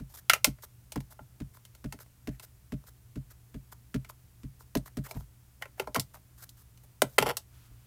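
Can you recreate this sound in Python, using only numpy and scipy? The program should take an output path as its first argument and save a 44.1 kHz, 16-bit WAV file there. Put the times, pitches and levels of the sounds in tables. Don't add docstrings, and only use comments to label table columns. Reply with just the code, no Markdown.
import sys
import numpy as np
from scipy import signal
from scipy.fft import rfft, irfft
from scipy.io import wavfile
from scipy.ndimage import uniform_filter1d

SR = 44100
rng = np.random.default_rng(int(sys.argv[2]) if len(sys.argv) > 2 else 0)


def to_linear_factor(level_db):
    exponent = np.asarray(level_db, float) / 20
    return 10 ** exponent


def file_out(sig):
    cols = np.atleast_2d(sig).T
    lim = np.clip(cols, -1, 1)
    pcm = np.round(lim * 32767).astype(np.int16)
    wavfile.write(sys.argv[1], SR, pcm)


N = 346925
T = np.arange(N) / SR

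# frequency in Hz, level in dB per Hz.
AIR_COLOUR = [(15, -49.5), (25, -9), (118, -2.5), (142, -15.5), (167, -8.5), (187, -15), (321, -21),
              (524, -28), (669, -27.5), (1250, -29.5), (1360, -29.5), (4020, -34), (5130, -33),
              (15200, -30), (16500, -39.5)]
# start in seconds, thump in dB, hardness in dB per octave.
PAD_TAPS = [(0.0, -34, -4), (0.469, -24.5, -0.3), (0.958, -25, 0), (1.402, -31, -3), (1.842, -30, -1.2),
            (2.273, -26, 1), (2.721, -26.5, -2), (3.157, -30.5, -2.5), (3.543, -33.5, -2),
            (3.943, -22, -0.5), (4.433, -35, -5.7), (4.752, -17, 5), (4.97, -26, -1.5), (5.148, -29, -9.5),
            (5.168, -41, -12)]
# start in seconds, thump in dB, deep sway over thump in dB,
# hardness in dB per octave.
TABLE_JOLTS = [(0.305, -40.5, -20, -12), (1.199, -47.5, -8, -8.5), (1.934, -40.5, -30.5, 5),
               (5.199, -49, 10, -14), (5.8, -47, -9.5, -5), (5.873, -43, -9, 10), (5.963, -26, -25, -5),
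               (5.983, -38.5, -25, -10), (7.019, -25, -34.5, 6.5), (7.042, -41.5, -11.5, -2.5),
               (7.189, -29, -23.5, -3), (7.227, -37, -8.5, -1.3), (7.261, -35.5, -13.5, -3),
               (7.701, -59.5, 11, 8.2)]
# frequency in Hz, level in dB, arrival of the crest in ms,
# sharpness as a bare exponent.
BENDING_WAVES = [(50.2, 0, 28, 1.9), (96.6, -10, 24, 3.4), (134.4, -2, 27, 2.3), (163.8, -4, 18, 2.4),
                 (202.3, -0.5, 20, 3.1), (243.7, 9, 10, 7.5), (262.6, -9, 31, 18), (302.6, 1.66, 7.5, 1.7),
                 (412, -6, 8, 2.1), (503, -7, 4.5, 3.1), (603.2, -14.5, 8, 1.2), (679, -14.5, 7, 1.2)]
# start in seconds, fizz in dB, case ring in Hz, length in seconds.
INK_PEELS = [(0.0897, -50, 722, 0.044), (0.136, -38.5, 990, 0.025), (0.1644, -40, 1440, 0.034),
             (0.6197, -39, 1370, 0.032), (1.1017, -44, 690, 0.031), (1.5334, -47.5, 1530, 0.039),
             (1.9959, -42.5, 1390, 0.036), (2.421, -41, 1476, 0.03), (2.8644, -44.5, 1366, 0.03),
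             (3.3, -45.5, 1400, 0.024), (3.7144, -41, 1290, 0.019), (4.087, -38, 1200, 0.023),
             (4.5904, -50.5, 1030, 0.036), (4.8536, -43.5, 1480, 0.03), (5.036, -41, 1400, 0.037),
             (5.0844, -43, 705, 0.039), (5.1444, -46.5, 670, 0.065), (5.1971, -55.5, 1260, 0.046),
             (6.1344, -42.5, 690, 0.021), (6.3744, -46, 1270, 0.048), (6.4188, -37.5, 1300, 0.0247),
             (6.566, -50, 1200, 0.059), (6.8294, -50, 627, 0.021), (7.06, -49.5, 564, 0.11)]
# start in seconds, fizz in dB, case ring in Hz, length in seconds.
LID_SCRAPES = [
    (2.305, -58.5, 1670, 0.059),
    (4.742, -62, 882, 0.015),
    (4.858, -57, 1600, 0.033),
    (5.045, -45.5, 1420, 0.027),
    (5.153, -50, 756, 0.024),
    (5.611, -49.5, 730, 0.013),
    (5.772, -50, 704, 0.022),
    (6.14, -53, 740, .035),
]
# frequency in Hz, level in dB per Hz.
INK_COLOUR = [(1180, -15.5), (2000, -20), (3400, -8.5), (5880, -6.5), (9920, -7), (14900, -1), (16000, -26)]
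# frequency in Hz, level in dB, 60 dB decay in seconds.
HOLLOW_MODES = [(395, -8.5, 0.062), (522, -0.5, .035), (660, 1, 0.026), (848, -2, 0.035),
                (1050, -4.5, 0.032)]
# frequency in Hz, level in dB, 60 dB decay in seconds.
SHELL_MODES = [(1340, -4.5, .04), (1600, -7.5, 0.028), (1850, -7, 0.024), (2098, -3, 0.028),
               (2300, -4.5, 0.022), (2707, -3, 0.025), (3050, -3.5, 0.027), (3354, -5, 0.018),
               (3910, -3.5, 0.0074)]
# frequency in Hz, level in dB, 60 dB decay in seconds.
BRACELET_MODES = [(4630, -14, .03), (6250, -1.5, 0.054), (7200, -2.5, 0.065), (8130, -1, 0.085),
                  (9950, -4, 0.051)]
# frequency in Hz, level in dB per Hz.
CRACK_COLOUR = [(2060, -32), (3500, -2.5), (4700, 0), (5210, 0), (7420, -3.5), (8340, -2.5), (9320, -2.5),
                (14400, -3.5), (15500, -6.5), (16700, -42)]
# start in seconds, shell in dB, hollow over shell in dB,
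# crack over shell in dB, loudest shell pitch in Hz.
LID_CLACKS = [(0.2966, -6, -14.5, -2.5, 2300), (0.334, -8.5, -15, -2, 2200), (0.4442, -12, -9.5, 7, 2650),
              (5.622, -24, -12.5, -8.5, 1800), (5.655, -37, -6, -11.5, 1980), (5.7969, -22, 0.5, -4, 2200),
              (5.8727, -37.5, 11, -5.5, 1380), (5.9454, -28.5, -2, 5, 2680),
              (5.9547, -19.5, -15, -17, 1600), (5.96, -22.5, 4, -0.5, 2050),
              (5.9965, -31.5, -13, 14.5, 2870), (7.3689, -29, -11, 9.5, 2845)]
# start in seconds, shell in dB, hollow over shell in dB,
# crack over shell in dB.
CASE_NICKS = [(0.585, -52.5, -2, -11), (0.9203, -37, -5.5, 8), (1.0038, -46, 0.5, 4),
              (1.1909, -42.5, 5.5, -28), (1.6512, -46, -13, 7), (1.7496, -51, -5, 4.5), (1.924, -34, -5, 2),
              (2.0604, -61, 1, 4), (2.3964, -42.5, -6, 7), (2.4339, -52.5, 3, 5),
              (4.0465, -42.5, -9.5, -2.5), (4.7714, -46, -6.5, 14), (4.9706, -48.5, -1, 12.5),
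              (5.1103, -34, -1.5, 1), (5.165, -59.5, 18.5, -3), (6.4916, -60.5, -9.5, 21.5),
              (6.7745, -56, -11, 10)]
# start in seconds, shell in dB, hollow over shell in dB,
# crack over shell in dB.
CASE_KNOCKS = [
    (0.9592, -43.5, 12, 8),
    (1.9892, -46.5, -6, -0.5),
    (4.7521, -28, 4, 6),
    (7.019, -13.5, 3, 3.5),
    (7.0235, -28, -4, 8),
    (7.1815, -17, 0.5, -7.5),
    (7.1835, -9.5, -1.5, -3),
    (7.1865, -7, -16.5, -6),
    (7.2022, -37, 3, 7.5),
    (7.213, -31, -13, -4.5),
]
# start in seconds, shell in dB.
CASE_POPS = [(0.635, -43.5), (1.124, -50.5), (1.55, -53), (1.572, -49.5), (2.005, -47), (2.8397, -55),
             (2.8848, -53), (3.313, -54), (3.7254, -42), (4.0985, -39.5), (4.6073, -46), (4.8601, -43),
             (4.8785, -46.5), (5.0663, -39.5), (5.143, -47), (5.208, -45.5), (5.8216, -42.5), (5.8436, -50),
             (6.1436, -44.5), (6.1594, -50)]
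# hollow in dB, crack in dB, shell pitch in Hz, 60 dB decay in seconds.
POP_SOUND = (-2, -1.5, 1385, 0.01)
# start in seconds, shell in dB.
PAD_ROCKS = [
    (7.2247, -26.5),
    (7.261, -25),
    (7.2829, -27.5),
    (7.297, -25),
]
# delay in seconds, level in dB.
ROCK_EDGES = [
    (0, -0.5),
    (0.0063, 2),
    (0.0126, -10.5),
]
# hollow in dB, crack in dB, shell pitch in Hz, 60 dB decay in seconds.
ROCK_SOUND = (-1, -6.5, 2097.5, 0.01)
# start in seconds, level in dB, length in seconds.
LOOSE_RATTLES = [
    (0.345, -47, .02),
    (5.05, -62, 0.047),
    (7.032, -59.5, 0.027),
    (7.189, -41.5, 0.038),
    (7.224, -35, 0.0077),
    (7.242, -44.5, .038),
    (7.262, -39.5, .008),
    (7.283, -37.5, 0.031),
]
# time in seconds, level in dB.
BLOCK_SLIDE = [
    (7.5, -79.5),
    (7.551, -65),
    (7.652, -66),
    (7.656, -62),
    (7.697, -72.5),
    (7.867, -69.5),
]


def unit(x):
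    return x / np.max(np.abs(x))


def colour(x, points):
    hz, db = np.transpose(points)
    grid = np.maximum(np.fft.rfftfreq(x.shape[-1], 1 / SR), 1)
    gain = to_linear_factor(np.interp(np.log(grid), np.log(hz), db))
    return irfft(rfft(x) * gain, x.shape[-1])


def band(x, lo_hz, hi_hz):
    return signal.sosfilt(signal.butter(2, [lo_hz, hi_hz], "band", fs=SR, output="sos"), x)


def fade(t, t60):
    return np.exp(-np.log(1000) * t / t60)


def add(out, x, s):
    i = int(s * SR)
    out[i:i + len(x)] += x[:N - i]


def air():
    hiss = colour(rng.standard_normal(N), AIR_COLOUR)
    hiss *= to_linear_factor(-68.5) / np.std(band(hiss, 270, 11000))
    wander = uniform_filter1d(rng.standard_normal((2, N)), size=SR // 8)
    wander /= np.std(wander)
    hum_hz = 121 + 2.2 * wander[1]
    hum = to_linear_factor(-61 + 2.0 * wander[0]) * np.sin(2 * np.pi * np.cumsum(hum_hz) / SR)
    rumble = band(band(rng.standard_normal(N), 54, 76), 54, 76)
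    return hiss + np.sqrt(2) * hum + to_linear_factor(-64) * rumble / np.std(rumble)


def table_thumps(table):
    out, t = np.zeros(N), T[:8192]
    chance = rng.standard_normal((len(table), len(BENDING_WAVES), 2)) * [1.2, 0.015]
    grit = rng.standard_normal((len(table), len(t)))
    for (s, db, sway_db, tick_db, hard), c, g in zip(table, chance, grit):
        waves = []
        for (hz, gain, crest_ms, sharp), (a, b) in zip(BENDING_WAVES, c):
            age = t * 1000 / crest_ms
            swell = (age * np.exp(1 - age)) ** sharp
            level = to_linear_factor(gain + a + hard * np.log2(hz / 200))
            waves.append(level * swell * np.sin(2 * np.pi * hz * (1 + b) * t))
        sway, thump = unit(waves[0]), unit(sum(waves[1:]))
        rebound = to_linear_factor(-12) * fade(np.abs(t - 0.018), 0.031) * (t > 0.016)
        tick = colour(g, [(300, -18.5), (1500, -3.5), (3000, -10.5), (16000, -22.5)])
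        tick = tick * (fade(t, 0.045) + rebound)
        add(out, to_linear_factor(db) * (thump + to_linear_factor(sway_db) * sway + to_linear_factor(tick_db) * unit(tick)), s)
    return out


def pad_and_jolts():
    pad = [(s, db, -29.5 - (1 - 0.3) * db, -7.5 + 0.95 * min(hard, 0), hard) for s, db, hard in PAD_TAPS]
    jolts = [(s, db, sway_db, -40.5, hard) for s, db, sway_db, hard in TABLE_JOLTS]
    return table_thumps(pad + jolts)


def peels():
    # -10 dB for ink, 4 dB for scrapes
    table = [(*row, -10) for row in INK_PEELS] + [(*row, 4) for row in LID_SCRAPES]
    out, t = np.zeros(N), T[:5120]
    grit = rng.standard_normal((len(table), 2, len(t)))
    size = rng.exponential(size=(len(table), len(t)))
    for (s, db, hz, length, case_db), g, e in zip(table, grit, size):
        pull = np.clip(t / 0.0067, 0, 1) * np.clip((length - t) / 0.005 + 1, 0, 1) ** 2
        patchy = to_linear_factor(5 * unit(uniform_filter1d(g[1], size=200)))
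        fizz = colour(g[0] * to_linear_factor(1.0 * e), INK_COLOUR) * pull * patchy
        snaps = g[0] * to_linear_factor(3.0 * e) * pull * patchy
        case = band(snaps, hz / 1.25, hz * 1.4) + to_linear_factor(-8) * band(snaps, 330, 2100)
        add(out, to_linear_factor(db) * unit(fizz) + to_linear_factor(db + case_db) * unit(case), s)
    return out


def ring(modes, t, chance, scatter_db, detune, stretch=1):
    out = 0
    for k, ((hz, db, t60), (a, b)) in enumerate(zip(modes, chance)):
        tone = np.sin(2 * np.pi * hz * (1 + detune * b) * t)
        out = out + (-1) ** k * to_linear_factor(db + scatter_db * a) * fade(t, t60 * stretch) * tone
    return out


def clacks(table):
    out, t = np.zeros(N), T[:4096]
    modes = len(HOLLOW_MODES) + len(SHELL_MODES) + len(BRACELET_MODES)
    chance = rng.standard_normal((len(table), modes, 2))
    grit = rng.standard_normal((len(table), 3, len(t)))
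    for (s, db, hollow_db, crack_db, hz, t60), c, g in zip(table, chance, grit):
        t60 = np.clip(t60, 0.008, 0.15)
        chatter = to_linear_factor(-16.0) * g[:2] * (fade(t, 0.35 * t60) + to_linear_factor(-14.5) * fade(t, 2.1 * t60))
        chatter[:, 0] += 1
        near = []
        for f, gain, decay in SHELL_MODES:
            octaves = np.log2(f / hz)
            near.append((f, gain - 8 * abs(octaves) - 7 * max(octaves, 0), decay))
        weight = 0.9 * np.clip(hollow_db, -14, 0)
        heavy = [(f, gain + weight * max(np.log2(650 / f), 0), decay) for f, gain, decay in HOLLOW_MODES]
        hollow = ring(heavy, t, c, 1.5, 0.02, t60 / 0.045)
        hollow = signal.fftconvolve(chatter[0], hollow)[:len(t)]
        shell = ring(near, t, c[len(HOLLOW_MODES):], 1.6, 0.02, t60 / 0.075)
        shell = signal.fftconvolve(chatter[1], shell)[:len(t)]
        burst = np.clip(t / 0.00039, 0, 1) * (fade(t, 0.62 * t60) + to_linear_factor(-11.0) * fade(t, 2.2 * t60))
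        crack = unit(colour(g[2], CRACK_COLOUR) * burst)
        metal = unit(ring(BRACELET_MODES, t, c[-len(BRACELET_MODES):], 3.3, 0.02))
        crack = crack + to_linear_factor(min(crack_db, 12) - 27.0) * metal
        add(out, to_linear_factor(db) * (to_linear_factor(hollow_db) * unit(hollow) + unit(shell) + to_linear_factor(crack_db) * crack), s)
    return band(band(out, 260, 19000), 260, 19000)


def struck(table, t60):
    return [(s, db, hollow_db, crack_db, 2100 * 2 ** (min(crack_db, 12) / 46 - hollow_db / 71), t60)
            for s, db, hollow_db, crack_db in table]


def plastic_blows():
    lid = [(*row, 0.043) for row in LID_CLACKS]
    nicks, knocks = struck(CASE_NICKS, 0.043), struck(CASE_KNOCKS, 0.021)
    pops = [(s, db, *POP_SOUND) for s, db in CASE_POPS]
    rocking = [(s + after, db + edge_db, *ROCK_SOUND) for s, db in PAD_ROCKS for after, edge_db in ROCK_EDGES]
    return clacks(lid + nicks + knocks + pops + rocking)


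def rattles():
    loose = np.zeros(N)
    for s, db, length in LOOSE_RATTLES:
        loose += to_linear_factor(db) * (T > s) * fade(np.clip(T - s - length, 0, 1), 0.036)
    touch = (rng.random(N) < 750 / SR) * rng.standard_normal(N)
    touch = touch * to_linear_factor(2.4 * rng.exponential(size=N)) * loose
    t, chance = T[:int(0.05 * SR)], rng.standard_normal((len(SHELL_MODES), 2))
    hollow = unit(ring(HOLLOW_MODES, t, chance, 1.5, 0.02, 0.6))
    shell = unit(ring(SHELL_MODES, t, chance, 0.53, 0.0089, 0.35))
    crack = unit(colour(rng.standard_normal(len(t)), CRACK_COLOUR) * fade(t, 0.012))
    body = to_linear_factor(2) * hollow + shell + to_linear_factor(-3) * crack
    return band(signal.fftconvolve(touch, body)[:N], 300, 19000)


def slide():
    s, db = np.transpose(BLOCK_SLIDE)
    points = [(400, -18), (1100, -10.0), (1400, -6.0), (1800, -11), (3000, -10), (7000, -15.5)]
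    rub = colour(rng.standard_normal(N), points)
    return rub / np.std(rub) * to_linear_factor(np.interp(T, s, db, left=-120))


def room(x):
    t = T[:int(0.5 * SR)]
    tail = colour(rng.standard_normal(len(t)), [(100, -1), (600, -2.0), (4000, -7.5), (16000, -8)])
    tail = tail * fade(t, 0.13) * (t > 0.004)
    return to_linear_factor(-17.5) * signal.fftconvolve(x, tail / np.sqrt(np.sum(tail ** 2)))[:N]


def scene():
    desk = pad_and_jolts() + peels() + plastic_blows() + rattles() + slide()
    return (desk + room(desk) + air())[None]


def band_limit(x):
    return signal.sosfilt(signal.butter(12, 16820, fs=SR, output="sos"), x)


def record(dry):
    top = signal.ellip(10, 0.2, 80, 16700, fs=SR, output="sos")
    mix = signal.sosfilt(top, dry)
    return band_limit(mix)


dry = scene()
out = record(dry)
file_out(out)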